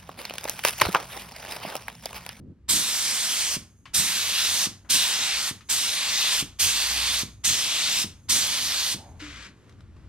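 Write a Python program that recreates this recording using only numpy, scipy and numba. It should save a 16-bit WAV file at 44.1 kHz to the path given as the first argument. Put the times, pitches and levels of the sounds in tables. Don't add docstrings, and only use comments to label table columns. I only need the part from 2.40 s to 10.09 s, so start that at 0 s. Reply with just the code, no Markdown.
import sys
import numpy as np
from scipy import signal
from scipy.fft import rfft, irfft, next_fast_len
from scipy.io import wavfile
from scipy.ndimage import uniform_filter1d
from numba import njit

SR = 44100
rng = np.random.default_rng(int(sys.argv[2]) if len(sys.argv) > 2 else 0)


def makeup_ratio(level_db):
    decades = np.asarray(level_db, float) / 20
    return 10 ** decades


def generate_wav(signal):
    frames = np.transpose(np.atleast_2d(signal))
    scaled = np.clip(frames, -1, 1) * 32767
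    pcm = np.round(scaled).astype(np.int16)
    wavfile.write(sys.argv[1], SR, pcm)


N = 338952
TIME = np.arange(N) / SR
SIZE = next_fast_len(N + SR // 2)
HZ = np.maximum(np.arange(SIZE // 2 + 1) * SR / SIZE, 1)
STRIDE = 16

# open_s, shut_s, thump_db
TRIGGER = [
    (.279, 1.1694, -25),
    (1.531, 2.2717, -25),
    (2.488, 3.1126, -28),
    (3.284, 4.0268, -24),
    (4.184, 4.8347, -25),
    (5.033, 5.6457, -26),
    (5.882, 6.5478, -28),
]
# level_db, nozzle_facing_db, hose_surplus_share, air_alone_s, air_alone_share
BURSTS = [
    (-28.5, 3.5, 0.83, .05, 0.2),
    (-29, .5, 1.1, 0.19, 0.65),
    (-30, -1.5, 1.08, 0.096, 1.2),
    (-29.5, -.5, 0.83, 0.11, 1.24),
    (-30, -0.5, 0.98, 0.069, 0.75),
    (-30.5, -1, 0.9, 0.12, 1.4),
    (-32, -0.5, 1.21, 0.066, 0.93),
]
# time_s, nearness_to_metal_db, cavity_hz
SWEEP = [(.3, -2.5, 3600), (.46, -5, 3600), (.6, -3.5, 3360), (.82, -2.5, 3360), (1.12, -3.5, 3160),
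         (1.72, -2.5, 3820), (1.92, -1, 3680), (2.0, 1.5, 3620), (2.64, 1.5, 3770), (3.05, -0.5, 3580),
         (3.55, -1.5, 3800), (3.91, 4.5, 3570), (4.2, 0.5, 3450), (4.33, 1.5, 3470), (5.3, 0.5, 3550),
         (5.55, 4, 3700), (6.1, 2.5, 3400), (6.36, 3, 4400)]
# pitch_hz, density_db_per_hz
JET_COLOUR = [(120, -48.5), (200, -21.5), (463, -17.5), (654, -13.5), (1570, -7.5), (3630, 0.5),
              (6050, -3.5), (7120, -8), (8710, -8), (12300, -15), (15600, -25.5)]
# centre_hz, usual_level_against_body_db
ZONES = [(1100, -10.5), (3700, 0), (7800, -4), (12500, -12.5)]
# pitch_hz, width_hz, level_db
AIR_CAP = [(1060, 134, 2.5), (3700, 450, -1.8), (4840, 980, -0.5), (6500, 950, 2.5), (10800, 2000, -2.5),
           (12230, 700, 2)]
# pitch_hz, density_db_per_hz
DRAG_COLOUR = [(290, -15), (500, -13), (855, -19), (933, -12.5), (1400, -4.5), (2130, -2.5), (5880, -11),
               (6420, -11.5), (12300, -35), (16000, -51)]
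# start_s, peak_db, pitch_hz, t60_s, crack_db
TICKS = [
    (1.455, -36.5, 1070, 0.15, -4),
    (2.447, -48.5, 550, 0.3, -14),
    (3.207, -40.5, 1250, 0.1, -26),
    (7.294, -46, 1890, .035, -9),
    (7.324, -50, 1190, .03, 0),
    (7.406, -41.5, 1390, 0.018, -24),
    (7.565, -51, 1152, .04, -24),
]
# pitch_hz, t60_s
GARAGE = [(150, 0.42), (600, 0.49), (2500, 0.3), (8000, 0.25), (14000, 0.21)]
# pitch_hz, likeness_0_to_1, left_minus_right_db, left_lag_rad
PORTS = [(35, .98, .9, 0), (85, .97, .9, 0), (250, .87, .2, .1), (700, .87, -.5, .25), (1400, .9, 0, .48),
         (2800, .92, 1.6, .9), (5000, .72, .6, 1.3), (7200, .64, -2.2, 2.0), (9200, .6, -4.8, 1.0),
         (14000, .33, -8, 1.6)]
# pitch_hz, width_hz, level_db
HOUSING = [
    [(7180, 280, 5.5), (7820, 270, 3), (8650, 700, -4.5), (9880, 640, 4.5)],
    [(7700, 330, 4), (7950, 160, -3.5), (8460, 320, 0.5)],
]
# centre_s, level_db, half_length_s
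PASSING = [(.3, -54, 0.066), (1.15, -59, 0.11), (1.55, -54, 0.067), (2.5, -51.5, .05), (2.96, -51, 0.044),
           (3.25, -63, .1), (4.05, -50, 0.08), (5.4, -67, .08), (5.7, -55.5, 0.12), (6.25, -54, .12),
           (6.85, -51.5, 0.19), (7.6, -54, 0.14)]
# centre_s, level_db, half_length_s
STEPS = [
    (2.08, -56, 0.066),
    (4.9, -50.5, 0.14),
    (5.8, -49, 0.095),
    (6.25, -57, 0.19),
    (6.72, -51, 0.13),
    (6.93, -51, 0.12),
    (7.41, -47.5, 0.12),
    (7.6, -47.5, .08),
]
# walls_db, draught_db
KICKS = [
    (-55.5, -36),
    (-45, -39.5),
    (-55, -42.5),
    (-54, -50),
    (-45, -48),
    (-40, -44.5),
    (-39, -40.5),
]
# time_s, firing_hz, level_db
CAR = [
    (4.12, 54.4, -58),
    (4.21, 54.6, -62),
    (4.32, 55, -50),
    (4.43, 59, -50),
    (4.55, 60.7, -47),
    (4.76, 62.2, -47),
    (4.98, 60.4, -51),
    (5.04, 62.1, -55),
]
# pitch_hz, density_db_per_hz
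FLOOR = [(210, -28.5), (350, -6.5), (490, -10.5), (790, -17), (1160, -14), (3000, -23), (6000, -29),
         (12000, -41), (13500, -62)]
# centre_s, level_db, half_length_s
CLOTH = [
    (6.62, -1, .06),
    (7.3, -2, .025),
    (7.4, -3, .03),
    (7.57, -6, .015),
]
# pitch_hz, width_hz, level_db
LEAK = [
    (6500, 330, 2.5),
    (10200, 400, -15),
    (13060, 400, -22),
    (8000, 8000, -17),
]


def jet(mic, patchy_db=0.47, flicker_db=1.44, sputter_db=0.5, walls_db=-10, first_echo_s=0.0067):
    slow = TIME[::STRIDE]
    db, splash, treble, top, cavity_hz = spray(slow)
    colour = along(JET_COLOUR) + sum(g * bell(f, w) for f, w, g in AIR_CAP)
    spectrum = hiss(makeup_ratio(colour), mic).astype(np.complex64)
    zones = [splash - ZONES[0][1], 0, treble - ZONES[2][1], top - ZONES[3][1]]
    opening = valve()[::STRIDE]
    db = 1.5 + db + sputter_db * walk(400, STRIDE) + .5 * walk(60, STRIDE)
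    out, shared, octave = np.zeros((2, N)), walk(2.6, STRIDE), np.log2(cavity_hz)
    for hz, weight in slices(200, 19000, step=.25):
        gain = 0
        for k, zone in enumerate(zones):
            share = along([(f, 1. * (j == k)) for j, (f, _) in enumerate(ZONES)], hz=hz)
            gain = gain + share * zone
        shared = 0.5 * shared + 1.14 * walk(4.01, STRIDE)
        gain = gain + patchy_db * shared + flicker_db * walk(18, STRIDE)
        gain = gain - 0.27 * np.exp(-.5 * ((np.log2(hz) - octave) / 0.45) ** 2)
        curve = along([(1000, 0.39), (12000, 1.3)], hz=hz)
        power = (opening ** curve * makeup_ratio(db + gain)) ** 2
        keep = makeup_ratio(-120 * STRIDE / along(GARAGE, hz=hz) / SR)
        walls = signal.lfilter([1 - keep], [1, -keep], power)
        walls = np.roll(walls, int(first_echo_s * SR / STRIDE))
        level = np.interp(TIME, slow, np.sqrt(power + makeup_ratio(2 * walls_db) * walls))
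        out += level * irfft(spectrum * weight, SIZE)[:, :N]
    cavity = resonance(out, np.interp(TIME, slow, cavity_hz), 425., 1. * SR)
    out += makeup_ratio(-7.5) * cavity
    whistle_level = np.interp(TIME, slow, makeup_ratio(-8.5 + 0.64 * (treble - ZONES[2][1])))
    whistle = resonance(out - makeup_ratio(-7.5) * cavity, np.full(N, 8520.), 560., 1. * SR)
    out += whistle_level * whistle
    pan_db = -.3 + .4 * walk(1.7)
    return out * makeup_ratio(np.array([pan_db, -pan_db]) / 2)


def spray(slow, surplus_hold_s=0.044, surplus_drain_s=0.1, facing_share=0.81):
    surplus_db = (2.5, -1.5, 8.5, 9)
    air_alone_db = (-2.5, 1, 5, 4.5)
    steady_db = (-12, -4.5, -13)
    nearness_share = (-0.49, -0.3, -0.33)
    opens, shuts, _ = np.transpose(TRIGGER)
    k = np.maximum(np.searchsorted(opens, slow) - 1, 0)
    level, facing, full, alone_s, thin = np.transpose(BURSTS)[:, k]
    surplus = full * np.exp(-np.maximum(slow - opens[k] - surplus_hold_s, 0) / surplus_drain_s)
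    alone = thin * np.clip(1.5 - (shuts[k] - slow) / alone_s, 0, 1)
    s, near, cavity_hz = np.transpose(SWEEP)
    near = np.interp(slow, s, near)
    stage = [a * surplus + b * alone for a, b in zip(surplus_db, air_alone_db)]
    splash, treble, top = (d + g + n * near for d, g, n in zip(steady_db, stage[1:], nearness_share))
    cavity_hz = np.interp(slow, s, cavity_hz)
    return level + near + stage[0], splash, treble + facing, top + facing_share * facing, cavity_hz


def valve(rise_s=0.017, curve=2.3, fall_s=0.027, after_s=0.0079):
    flow = np.zeros(N)
    for opens, shuts, _ in TRIGGER:
        up = np.clip((TIME - opens) / rise_s, 0, 1) ** curve
        flow += up * np.clip((shuts + after_s - TIME) / fall_s, 0, 1)
    return flow


def thumps(push_s=.00075, hose_hz=100, hose_t60=.05, back=.2):
    out = np.zeros(N)
    for _, shuts, db in TRIGGER:
        t = TIME - shuts
        push = np.exp(-.5 * (t / push_s) ** 2) - .4 * np.exp(-.5 * (t / (2.6 * push_s)) ** 2)
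        late = np.maximum(t, 0)
        swing = np.sin(2 * np.pi * hose_hz * late) * makeup_ratio(-60 * late / hose_t60)
        out += makeup_ratio(db + 3.5) * (push - back * swing)
    return np.array([out, out])


def drag(mic, left_db=3, grit_db=1.0):
    scrape = envelope((6.795, 6.806, 6.95, 7.065, 7.12), (-51, -43.5, -46.5, -45, -70))
    shudder = envelope((6.806, 6.822, 6.89, 6.93), (-78, -39, -46, -65))
    grit = noise(makeup_ratio(along(DRAG_COLOUR)), mic) * makeup_ratio(grit_db * walk(250))
    sole = np.sqrt(2) * np.sin(2 * np.pi * np.cumsum(297 + 12 * walk(40)) / SR)
    pan = makeup_ratio(np.array([[left_db], [-left_db]]) / 2)
    return scrape * grit * pan + makeup_ratio(-3.0 + 2.9 * walk(45)) * shudder * sole


def ticks(pan_db=5.5):
    out, t = np.zeros((2, N)), TIME[:SR // 8]
    pan = np.array([[pan_db], [-pan_db]]) / 2
    for s, db, hz, t60, crack_db in TICKS:
        i = int(s * SR)
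        raw = rng.standard_normal((2, len(t)))
        ring = signal.lfilter(*signal.butter(2, [hz / 1.3, hz * 3.2], "band", fs=SR), raw[0])
        crack = signal.lfilter(*signal.butter(2, [2500, 7000], "band", fs=SR), raw[1])
        tone = 1.4 * np.sin(2 * np.pi * hz * t) * makeup_ratio(-60 * t / .07)
        fall = makeup_ratio(-60 * t / t60) + 0.38 * makeup_ratio(-60 * t / 0.014)
        hit = (unit(ring) + tone) * fall * np.minimum(t / 0.0017, 1)
        hit = hit + makeup_ratio(crack_db - 6.0) * unit(crack) * makeup_ratio(-60 * t / 0.024)
        out[:, i:i + len(t)] += (hit * makeup_ratio(db - 8.5 + pan))[:, :N - i]
    return out


def rustle(mic):
    rub = envelope((6.57, 6.6, 6.68, 6.8), (-56, -50.5, -52.5, -61))
    return makeup_ratio(-3.0) * rub * noise(bell(776, 530) ** 2, mic)


def garage(dry, mic, level_db=-9):
    t = TIME[:SR // 2]
    answer, spectrum = 0, hiss(1, mic)
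    for hz, weight in slices(40, 90000, step=2):
        t60 = along(GARAGE, hz=hz)
        answer = answer + irfft(spectrum * weight, SIZE)[:, :len(t)] * makeup_ratio(-60 * t / t60) / np.sqrt(t60)
    answer = answer * np.clip((t - .004) / .006, 0, 1)
    answer = answer / np.sqrt(np.sum(answer ** 2) / 2)
    return makeup_ratio(level_db) * irfft(rfft(answer, SIZE) * rfft(dry.mean(0), SIZE), SIZE)[:, :N]


def rumble(mic):
    early = np.clip((0.14 - TIME) / 0.011, 0, 1) ** 2
    early_power = [makeup_ratio(2 * db) * early for db in (-69, -52.5, -46.5)]
    traffic = makeup_ratio(2 * -67 + 4 * walk(4.96)) + swells(PASSING) + early_power[0]
    hum = makeup_ratio(2 * -60 + 2.3 * walk(5.7)) + swells(STEPS) + early_power[1]
    stirred = makeup_ratio(2 * -56.5 + 4 * walk(3)) * valve()
    moving = makeup_ratio(2 * -58.5) * (TIME > 6.55)
    draught = makeup_ratio(2 * -62) + stirred + early_power[2] + moving
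    for (opens, shuts, _), (hum_db, draught_db) in zip(TRIGGER, KICKS):
        kick = decay(TIME - opens, fall_s=0.065, rise_s=0.059)
        hum = hum + makeup_ratio(2 * hum_db) * kick + makeup_ratio(2 * -49.5) * decay(TIME - shuts, fall_s=0.12)
        draught = draught + makeup_ratio(2 * draught_db) * kick + makeup_ratio(2 * -43.5) * decay(TIME - shuts, fall_s=0.041)
    traffic_shape = bell(63, 6) + 0.14 * bell(35, 30)
    hum_shape = bell(88.5, 21) + 0.35 * bell(123, 35)
    draught_shape = bell(181, 160) + 0.9 * bell(267, 100) * bell(460, 330)
    out = car()
    for power, shape in ((traffic, traffic_shape), (hum, hum_shape), (draught, draught_shape)):
        out = out + np.sqrt(power) * makeup_ratio(1.0 * walk(25)) * noise(shape, mic)
    return out


def car():
    when, hz, db = np.transpose(CAR)
    level = np.sqrt(2) * envelope(when, db) * makeup_ratio(1.2 * walk(12))
    return level * np.sin(2 * np.pi * np.cumsum(np.interp(TIME, when, hz)) / SR)


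def background(mic, moving_from_s=6.55):
    stir_db = -16 + 1.6 * np.minimum(TIME, moving_from_s) + 2.5 * (TIME > moving_from_s)
    air = noise(makeup_ratio(along(FLOOR)), mic) * makeup_ratio(-60.5 + 1.1 * walk(17))
    air = air * np.sqrt(makeup_ratio(2 * stir_db) + swells(CLOTH))
    shuts = np.array(TRIGGER)[:, 1]
    since = TIME - shuts[np.maximum(np.searchsorted(shuts, TIME) - 1, 0)]
    leak = noise(sum(makeup_ratio(db) * bell(hz, width) for hz, width, db in LEAK), mic)
    leak_t60 = 2.0
    return air + leak * (since > 0) * makeup_ratio(-65 - 60 * since / leak_t60 + 2.5 * walk(30))


def ports():
    like, tilt = np.clip(along(PORTS), 0, 1), along(PORTS, column=2) / 2
    left_db, right_db = (sum(g * bell(f, w) for f, w, g in port) for port in HOUSING)
    left = makeup_ratio(tilt + left_db) * np.exp(-1j * along(PORTS, column=3))
    right = makeup_ratio(-tilt + right_db)
    return np.sqrt((1 + like) / 2) * np.array([left, right]), np.sqrt((1 - like) / 2) * np.array([left, -right])


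def hiss(shape, mic):
    same, other = rfft(rng.standard_normal((2, SIZE)))
    pair = shape * (mic[0] * same + mic[1] * other)
    return pair * SIZE / np.sqrt(2 * np.sum(np.abs(pair.mean(0)) ** 2))


def noise(shape, mic):
    return irfft(hiss(shape, mic), SIZE)[:, :N]


def slices(lo, hi, step):
    octaves = np.log2(HZ)
    for hz in lo * 2 ** np.arange(0, np.log2(hi / lo), step):
        away = octaves - np.log2(hz)
        near, weight = np.abs(away) < step, np.zeros(len(HZ), np.float32)
        weight[near] = np.cos(np.pi / 2 * away[near] / step) ** 2
        yield hz, weight


def along(table, column=1, hz=HZ):
    table = np.array(table)
    return np.interp(np.log(hz), np.log(table[:, 0]), table[:, column])


def unit(x):
    return x / np.sqrt(np.mean(x ** 2))


def bell(hz, width):
    return 1 / (1 + (2 * (HZ - hz) / width) ** 2)


def walk(rate, stride=1):
    k, count = max(int(SR / stride / rate), 1), len(TIME[::stride])
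    held = np.repeat(rng.standard_normal(count // k + 1), k)
    return 1.326 * uniform_filter1d(uniform_filter1d(held, k), k)[:count]


def envelope(when_s, level_db):
    return makeup_ratio(np.interp(TIME, when_s, level_db, -150, -150))


def swells(table):
    slow = TIME[::STRIDE]
    power = sum(makeup_ratio(2 * db) * np.exp(-((slow - s) / half) ** 2) for s, db, half in table)
    return np.interp(TIME, slow, power)


def decay(since, fall_s, rise_s=0.0065):
    since = np.maximum(since, 0)
    return np.minimum(since / rise_s, 1) ** 2 * np.exp(-2 * np.maximum(since - rise_s, 0) / fall_s)


@njit
def resonance(x, hz, width, rate):
    y = np.empty_like(x)
    for c in range(len(x)):
        band, low = 0., 0.
        for i in range(len(hz)):
            g, k = np.tan(np.pi * hz[i] / rate), width / hz[i]
            v = (band + g * (x[c, i] - low)) / (1 + g * (g + k))
            band, low, y[c, i] = 2 * v - band, low + 2 * g * v, k * v
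    return y


def scene():
    mic = ports()
    near = thumps() + drag(mic) + ticks() + rustle(mic)
    return jet(mic) + near + garage(near, mic) + rumble(mic) + background(mic)


def roll_off(x):
    return signal.sosfilt(signal.butter(12, 16660, fs=SR, output="sos"), x)


def record(dry):
    low_pass = np.clip((15850 - HZ) / 150, 0, 1)
    mix = irfft(rfft(dry, SIZE) * low_pass, SIZE)[:, :N]
    mix = mix * np.minimum(TIME[::-1] / .004, 1)
    return roll_off(mix)


dry = scene()
out = record(dry)
generate_wav(out)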